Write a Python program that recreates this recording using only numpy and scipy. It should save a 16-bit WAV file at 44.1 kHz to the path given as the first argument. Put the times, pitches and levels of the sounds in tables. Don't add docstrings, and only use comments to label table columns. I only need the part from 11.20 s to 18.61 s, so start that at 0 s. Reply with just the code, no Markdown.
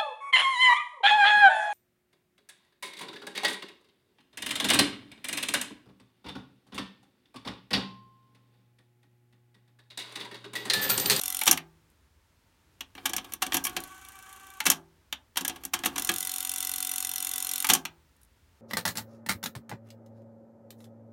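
import sys
import numpy as np
from scipy import signal
from scipy.fft import rfft, irfft, next_fast_len
from scipy.io import wavfile
from scipy.ndimage import map_coordinates

SR = 44100
rng = np.random.default_rng(int(sys.argv[2]) if len(sys.argv) > 2 else 0)


def unload_wav(signal):
    wavfile.write(
        sys.argv[1],
        SR,
        np.round(np.clip(np.atleast_2d(signal).T, -1, 1) * 32767).astype(np.int16),
    )


N = 326781
TIME = np.arange(N) / SR
BRIEF = TIME[:SR // 6]

# frequency in Hz, relative strength there in dB.
AIR_SPECTRUM = [(12, -61), (25, -36), (38, -18), (52, -8.5), (70, -5.5), (97, -10.5), (125, -18),
                (195, -22), (249, -21.5), (476, -27), (796, -31), (887, -26.5), (1070, -29), (1700, -30),
                (8140, -39.5), (16000, -44)]
TICK_SPECTRUM = [(200, -33.5), (600, -25.5), (900, -12), (1800, -11.5), (2700, -4), (3700, -5), (4850, -8),
                 (5700, -5.5), (7900, -1.5), (9300, 6.5), (10300, 1.5), (11200, 6), (13000, 2.5),
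                 (14500, -6), (15800, -2.5)]
TAPE_SPECTRUM = [(100, -18), (300, -1), (550, -7.5), (1100, 2), (1700, 1.5), (2200, 1), (3000, 1),
                 (4800, -9), (6500, 0.5), (9500, -4.5), (13000, -9), (15800, -10.5)]
KEY_SPECTRUM = [(300, -39.5), (600, -12), (880, -6), (1400, -5), (2250, -3), (3000, -3.5), (3800, -5),
                (5000, -14.5), (8000, -40.5)]
THUD_SPECTRUM = [(35, -26), (80, -5.5), (120, -18.5), (190, 0), (250, 0.5), (370, -4.5), (520, -8.5),
                 (700, -13.5), (1200, -45)]
CLACK_SPECTRUM = [(300, -36), (580, -4.5), (760, -2), (1300, -4.5), (1900, -1), (3100, 1), (4300, -4.5),
                  (5200, -10), (8000, -39)]
SNAP_SPECTRUM = [(2000, -49.5), (4200, -12.5), (4900, -9.5), (5600, 3.5), (7500, -1.5), (8800, -3),
                 (10000, -10.5), (13000, -36)]
SIZZLE_SPECTRUM = [(5000, -41), (8000, -13), (9200, -2.5), (10400, -3.5), (11700, 0), (13500, -4),
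                   (15800, -9)]
MOTOR_SPECTRUM = [(60, -0.5), (120, 0.5), (200, -9), (340, 1.5), (500, -9.5), (900, -9), (2500, -13),
                  (6000, -22), (15000, -23)]
# centre in Hz, width in Hz, boost in dB (minus is a dip).
GEAR_RESONANCES = [(279.2, 15, 5.5), (504, 140, 5), (620, 75, -10), (980, 42, 5), (1163, 51, 8.5),
                   (1370, 48, 9), (1493, 72, 9.5), (1670, 40, 4), (1790, 81, -8), (2008, 60, 10.5),
                   (2530, 76, -7), (2720, 190, 4), (3110, 320, 3.5), (3556, 190, 12), (4210, 280, 8.5),
                   (5360, 110, 10), (5850, 240, 10.5), (6930, 450, 8), (8200, 400, -1.5), (8960, 340, 4.5),
                   (11800, 210, 1.5), (11250, 280, 2), (13700, 470, 5.5)]
KEY_RESONANCES = [(870, 47, 11), (1205, 110, 7.5), (1470, 46, -4.5), (1710, 160, 2), (2820, 200, 3.5),
                  (4270, 300, 4.5), (5800, 500, 3.5), (7040, 500, 4.5), (8600, 400, 2.5),
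                  (10500, 400, -2.5), (13400, 600, 6)]
CHASSIS_RESONANCES = [(270.5, 21, 8.5), (343, 44, 7), (440, 70, -1.5), (628, 58, -9), (742, 91, 6.5),
                      (849.7, 70, 5.5), (1159, 170, 10), (1620, 38, 6), (1670, 48, 9), (2010, 15, 2.5),
                      (2300, 56, 4), (2780, 67, 5.5), (3111, 170, 4), (3240, 120, 3.5), (3500, 160, 2.5),
                      (4400, 210, 2.5), (5900, 170, 3), (7000, 500, 2), (9100, 500, 4.5), (11500, 600, 3.5),
                      (12400, 500, 2)]
# pitch in Hz, level in dB.
HUM_TONES = [(64.6, -77), (899, -89.5)]
DRIVE_TONES = [(270, -66), (754, -58), (1500, -72)]
# start, moment the cam stops dragging, and end, all in seconds.
REWIND_RUNS = [(.0132, -.1, .262), (4.7955, 4.856, 6.48)]
# time in seconds, force in dB.
TOOTH_FORCE = [(.1, -23), (.26, -23), (4.85, -24.5), (5.3, -24), (5.6, -23.5), (5.9, -24), (6.4, -23)]
# start in seconds, clack level in dB, pitch of the key in Hz.
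KEY_CLICKS = [(.215, -24, 2210), (0.374, -25.5, 2300), (1.6071, -31.5, 2982), (1.751, -44.5, 2915),
              (3.403, -23.5, 2254), (3.9255, -26.5, 3325), (4.158, -37, 2920), (6.4444, -21.5, 2250),
              (6.652, -26, 2420)]
# start in seconds, level in dB.
HANDLING_TICKS = [(.70, -64), (.715, -70.5), (6.964, -63.5), (7.014, -58.5), (7.031, -54.5), (7.047, -61.5)]
# time of the brake's snap in seconds, extra force of the gears dropping out in dB.
BRAKE_STOPS = [(0.3121, 0.5), (3.501, -2), (6.5352, 1)]
# start in seconds, relative levels of thud, clack and snap in dB,
# brightness in dB, contact time in seconds.
STOP_HITS = [(-.047, -37.5, -25.5, -22.5, 0, .004), (-.0375, -30.5, -16.5, -16.5, -2.5, 0.0039),
             (-.021, -30, -32, -31, 0.5, .004), (0, -40, -23, -11, 0, .0003),
             (0.0137, -37, -27.5, -23, 0, .003)]
CAM_HITS = [(0, -42, -24.5, -24, 0.5, .0046), (.038, -38.5, -38, -33, -1, 0.004),
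            (.0787, -42.5, -31, -26.5, -2, 0.0015), (.1098, -44, -33.5, -21, 4.5, .0003),
            (.126, -41, -32.5, -34, -8, .0017), (.188, -55, -45.5, -47, 2.5, 0.0054),
            (.266, -50.5, -44.5, -38, 1, .0018), (0.2814, -45.5, -41.5, -26.5, 5, .0004),
            (.3648, -41.5, -23.5, -24, 0.5, 0.0053), (.4663, -38.5, -26.5, -34, -4.5, .0015),
            (.477, -40, -45.5, -31.5, 0, .002), (.4865, -31, -24, -21, 2, .0042)]
SHIFT_HITS = [(1.778, -47, -42, -61.5, 2, .004), (2.264, -39.5, -36, -33.5, -4.5, 0.0024),
              (2.368, -34.5, -29, -22.5, -0.5, 0.0016), (2.439, -60, -48, -28, 2.5, 0.0035),
              (2.448, -46, -32.5, -25, 3, 0.0043), (2.467, -66, -31.5, -27, 5, 0.0022),
              (2.495, -52.5, -44, -36.5, 3.5, .001), (2.565, -32.5, -25.5, -28, -1.5, 0.0027),
              (4.59, -48, -42.5, -37.5, -3, 0.00104), (4.758, -41, -33.5, -32.5, -4, 0.0037),
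              (4.78, -37.5, -29.5, -25, 0, .002), (4.8905, -31.5, -21, -24, -6, 0.0019)]
# pitch in Hz, level in dB, seconds to fade by 60 dB.
COVER_MODES = [(161.05, -9.5, 0.7), (258.2, -5.5, 0.28), (340, -12.5, 0.6), (386.5, -7.5, 0.45),
               (695, -11.5, 0.16), (887, -10.5, 0.45), (1300, -11, 0.21), (1546, -11, .25),
               (1587, -8, 0.34)]
BRAKE_MODES = [(5630, -3, .05), (5770, -4, .045), (5950, -6, .055), (6940, -9, .04), (9160, -1, 0.064),
               (9800, -4.5, .04), (11300, 0, .045)]
# start of its motor in seconds, first blow in seconds.
CAM_STARTS = [(1.75, 1.855), (4.16, 4.1699)]
# multiple of the rate at which teeth meet, relative level in dB.
WHINE_HARMONICS = [(1, -14), (2, -5), (3, 0), (4, -1), (5, -18), (6, -12), (7, -17)]
# frequency in Hz, seconds to fade by 60 dB.
ROOM_DECAY = [(150, 0.28), (500, 0.36), (2000, 0.16), (5000, 0.13), (12000, 0.051)]


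def amp(db):
    return 10 ** (np.asarray(db) / 20)


def along(points, hz):
    freqs, values = np.transpose(points)
    return np.interp(np.log(hz + 1), np.log(freqs), values)


def wobble(rate):
    return map_coordinates(rng.standard_normal(int(N * rate / SR) + 4), [TIME * rate])


def running(start, end, ramp=0.018):
    return np.clip((TIME - start) / ramp, 0, 1) * np.clip((end - TIME) / ramp + 1, 0, 1)


def add(track, start, sound):
    i = max(round(start * SR), 0)
    track[i:i + len(sound)] += sound[:N - i]


def colour(sound, spectrum, resonances=(), size=8192):
    hz = np.fft.rfftfreq(size, 1 / SR)
    peaks_db = sum(boost / (1 + (2 * (hz - centre) / width) ** 2) for centre, width, boost in resonances)
    cepstrum = irfft(np.log(amp(along(spectrum, hz) + peaks_db)))
    cepstrum[1:size // 2] *= 2
    cepstrum[size // 2 + 1:] = 0
    response = irfft(np.exp(rfft(cepstrum)))
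    return signal.fftconvolve(sound, response / np.linalg.norm(response))[:N]


def burst(contact, t60, tail_db=-18, tail_t60=.09, crack=0):
    after = np.maximum(BRIEF - contact, 0)
    rise = np.sqrt(np.minimum(BRIEF / contact, 1))
    fall = np.hypot(amp(-60 * after / t60), amp(tail_db - 60 * after / tail_t60))
    return rise * fall * rng.standard_normal(len(BRIEF)) + crack * (BRIEF == 0)


def ring(modes, scatter_db=2):
    t = TIME[:SR]
    return sum(amp(db + scatter_db * rng.standard_normal() - 60 * t / t60)
               * rng.choice((-1, 1)) * np.sin(2 * np.pi * hz * t) for hz, db, t60 in modes)


def tones(lines, waver_hz):
    return sum(amp(db) * np.sqrt(2) * np.sin(2 * np.pi * np.cumsum(hz + waver_hz * wobble(25)) / SR)
               for hz, db in lines)


def background():
    air = amp(-64.5 + .87 * wobble(4.1)) * colour(rng.standard_normal(N), AIR_SPECTRUM)
    return air + tones(HUM_TONES, waver_hz=2.2)


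def rewind(start, cam_lets_go, end):
    turns_per_s = 45.1 - 6.6 * running(start - 1, cam_lets_go)
    turns = np.cumsum(turns_per_s * (TIME >= start) * (TIME <= end)) / SR
    ticks = np.zeros(N)
    catch = lambda: burst(.00059, t60=.019, tail_db=-28.5, tail_t60=.18)
    same_tooth, slack = catch(), wobble(2.4)
    for i in np.searchsorted(turns, np.arange(turns[-1]), side="right"):
        at = TIME[i]
        force = amp(np.interp(at, *np.transpose(TOOTH_FORCE)) + rng.standard_normal())
        add(ticks, at, force * (.56 * same_tooth + .9 * catch()))
        add(ticks, at + rng.uniform(.001, .002), force * amp(-4) * catch())
        add(ticks, at + rng.uniform(.007, .018), force * amp(rng.normal(-18, 3) + 3 * slack[i]) * catch())
    rush = amp(-47 + wobble(12)) * rng.standard_normal(N)
    whirr = colour(rush, TAPE_SPECTRUM, GEAR_RESONANCES) + tones(DRIVE_TONES, waver_hz=2.9)
    return colour(ticks, TICK_SPECTRUM, GEAR_RESONANCES) + running(start - .04, end + .02) * whirr


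def keys():
    clicks, ticks = np.zeros((2, N))
    for start, clack_db, key_hz in KEY_CLICKS:
        clack = amp(clack_db) * burst(.0028, t60=.035, tail_db=-17.5, tail_t60=.11)
        snap = amp(clack_db - 6.5) * burst(.0004, t60=.031)
        thud = amp(-49) * burst(.0022, t60=.072)
        add(clicks, start, colour(thud, THUD_SPECTRUM, CHASSIS_RESONANCES))
        add(clicks, start, colour(clack, KEY_SPECTRUM, list(KEY_RESONANCES) + [(key_hz, 900, 7)]))
        for spectrum in (SNAP_SPECTRUM, SIZZLE_SPECTRUM):
            add(clicks, start, colour(snap, spectrum, KEY_RESONANCES))
    for start, db in HANDLING_TICKS:
        add(ticks, start, amp(db) * burst(.002015, t60=.028))
    return clicks + colour(ticks, TICK_SPECTRUM)


def blows():
    rows = list(SHIFT_HITS)
    for _, start in CAM_STARTS:
        rows += [(start + after, *blow) for after, *blow in CAM_HITS]
    for snap_s, drop_db in BRAKE_STOPS:
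        for after, *levels_db, bright_db, contact in STOP_HITS:
            extra_db = drop_db if after < 0 else 0
            rows.append((snap_s + after, *(db + extra_db for db in levels_db), bright_db, contact))
    return rows


def levers_and_brake():
    thud, clack, snap, sizzle, ringing = np.zeros((5, N))
    for start, thud_db, clack_db, snap_db, bright_db, contact in blows():
        hardness = np.exp(-contact / .0022)
        shake = amp(.22 * (snap_db + 24.5))
        add(thud, start, amp(thud_db - 2) * burst(contact + .002, t60=.096, tail_db=-13.5, tail_t60=.13))
        add(clack, start, amp(clack_db + .44) * burst(contact, t60=.045, tail_db=-6, tail_t60=.089))
        for track, tilt_db in ((snap, -bright_db), (sizzle, bright_db)):
            share = 1 / np.hypot(1, amp(-tilt_db))
            chatter = burst(contact, t60=shake * (.019 + 5 * contact), tail_db=-14 - 10 * hardness,
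                            tail_t60=.105 * shake, crack=3.5 * hardness)
            add(track, start, share * amp(snap_db + .5 + 2 * hardness) * chatter)
        add(ringing, start, amp(thud_db - 12.5) * shake ** 3 * ring(COVER_MODES))
        add(ringing, start, amp(snap_db - 17.5) * shake * hardness * ring(BRAKE_MODES))
    layers = ((thud, THUD_SPECTRUM), (clack, CLACK_SPECTRUM),
              (snap, SNAP_SPECTRUM), (sizzle, SIZZLE_SPECTRUM))
    return ringing + sum(colour(track, spectrum, CHASSIS_RESONANCES) for track, spectrum in layers)


def cam():
    light_db, lift_db = -56.5, -51
    effort = np.zeros(N)
    for motor_start, first_blow in CAM_STARTS:
        effort += amp(light_db) * running(motor_start, first_blow + .28)
        effort += amp(lift_db) * running(first_blow + .35, first_blow + .8)
    grind = effort * amp(1.8 * wobble(60)) * rng.standard_normal(N)
    return colour(grind, MOTOR_SPECTRUM, CHASSIS_RESONANCES)


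def wind_forward():
    start, end, idler_seats = 2.44, 3.465, 2.567
    spin_up_s, hiss_rise_s, settling_s = .17, .24, .09
    whine_db, hiss_db, settling_db = -54.5, -55.5, -34
    age = np.maximum(TIME - start, 0)
    tooth_hz = 385.5 - 30.2 * np.exp(-age / spin_up_s)
    teeth = np.cumsum(tooth_hz * (1 + .007 * wobble(60))) / SR
    whine = sum(amp(db + 3.2 * wobble(45)) * np.sin(2 * np.pi * k * teeth) for k, db in WHINE_HARMONICS)
    whine *= amp(whine_db) / np.sqrt(np.mean(whine ** 2))
    idler_turns = (teeth - np.interp(idler_seats, TIME, teeth)) / 13.4
    rub_db = hiss_db + 1.2 * np.sin(2 * np.pi * idler_turns) + wobble(5.4) + .99 * wobble(150)
    rub = np.minimum(age / hiss_rise_s, 1) * amp(rub_db) * rng.standard_normal(N)
    ticks = np.zeros(N)
    for i in np.flatnonzero(np.diff(np.floor(idler_turns))):
        settling = 0 <= TIME[i] - idler_seats < settling_s
        db = rng.normal(settling_db, 1) if settling else rng.normal(hiss_db + 8, 3.8)
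        add(ticks, TIME[i] + rng.normal(0, .00086), amp(db) * burst(.00046, t60=.02))
    hiss = colour(rub, TAPE_SPECTRUM, CHASSIS_RESONANCES)
    return running(start, end) * (whine + hiss + colour(ticks, TICK_SPECTRUM, GEAR_RESONANCES))


def room(sound):
    hz, t, noise = signal.stft(rng.standard_normal(SR // 2), SR, nperseg=256)
    fade = amp(-60 * t / along(ROOM_DECAY, hz)[:, None])
    tail = signal.istft(noise * fade, SR, nperseg=256)[1]
    tail *= np.minimum(TIME[:len(tail)] / .0074, 1)
    return signal.fftconvolve(sound, tail / np.linalg.norm(tail))[:N]


def scene():
    deck = levers_and_brake() + keys() + sum(rewind(*run) for run in REWIND_RUNS) + wind_forward() + cam()
    return (deck + amp(-14) * room(deck) + background())[None]


def record(dry):
    bass_hz, top_hz = 36, 16000
    size = next_fast_len(N + SR // 2)
    hz = np.fft.rfftfreq(size, 1 / SR)
    response = hz ** 3 / np.hypot(hz ** 3, bass_hz ** 3) * (hz < top_hz)
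    rounded = dry / (1 + dry ** 8) ** (1 / 8)
    return irfft(rfft(rounded, size) * response, size)[:, :N]


dry = scene()
out = record(dry)
unload_wav(out)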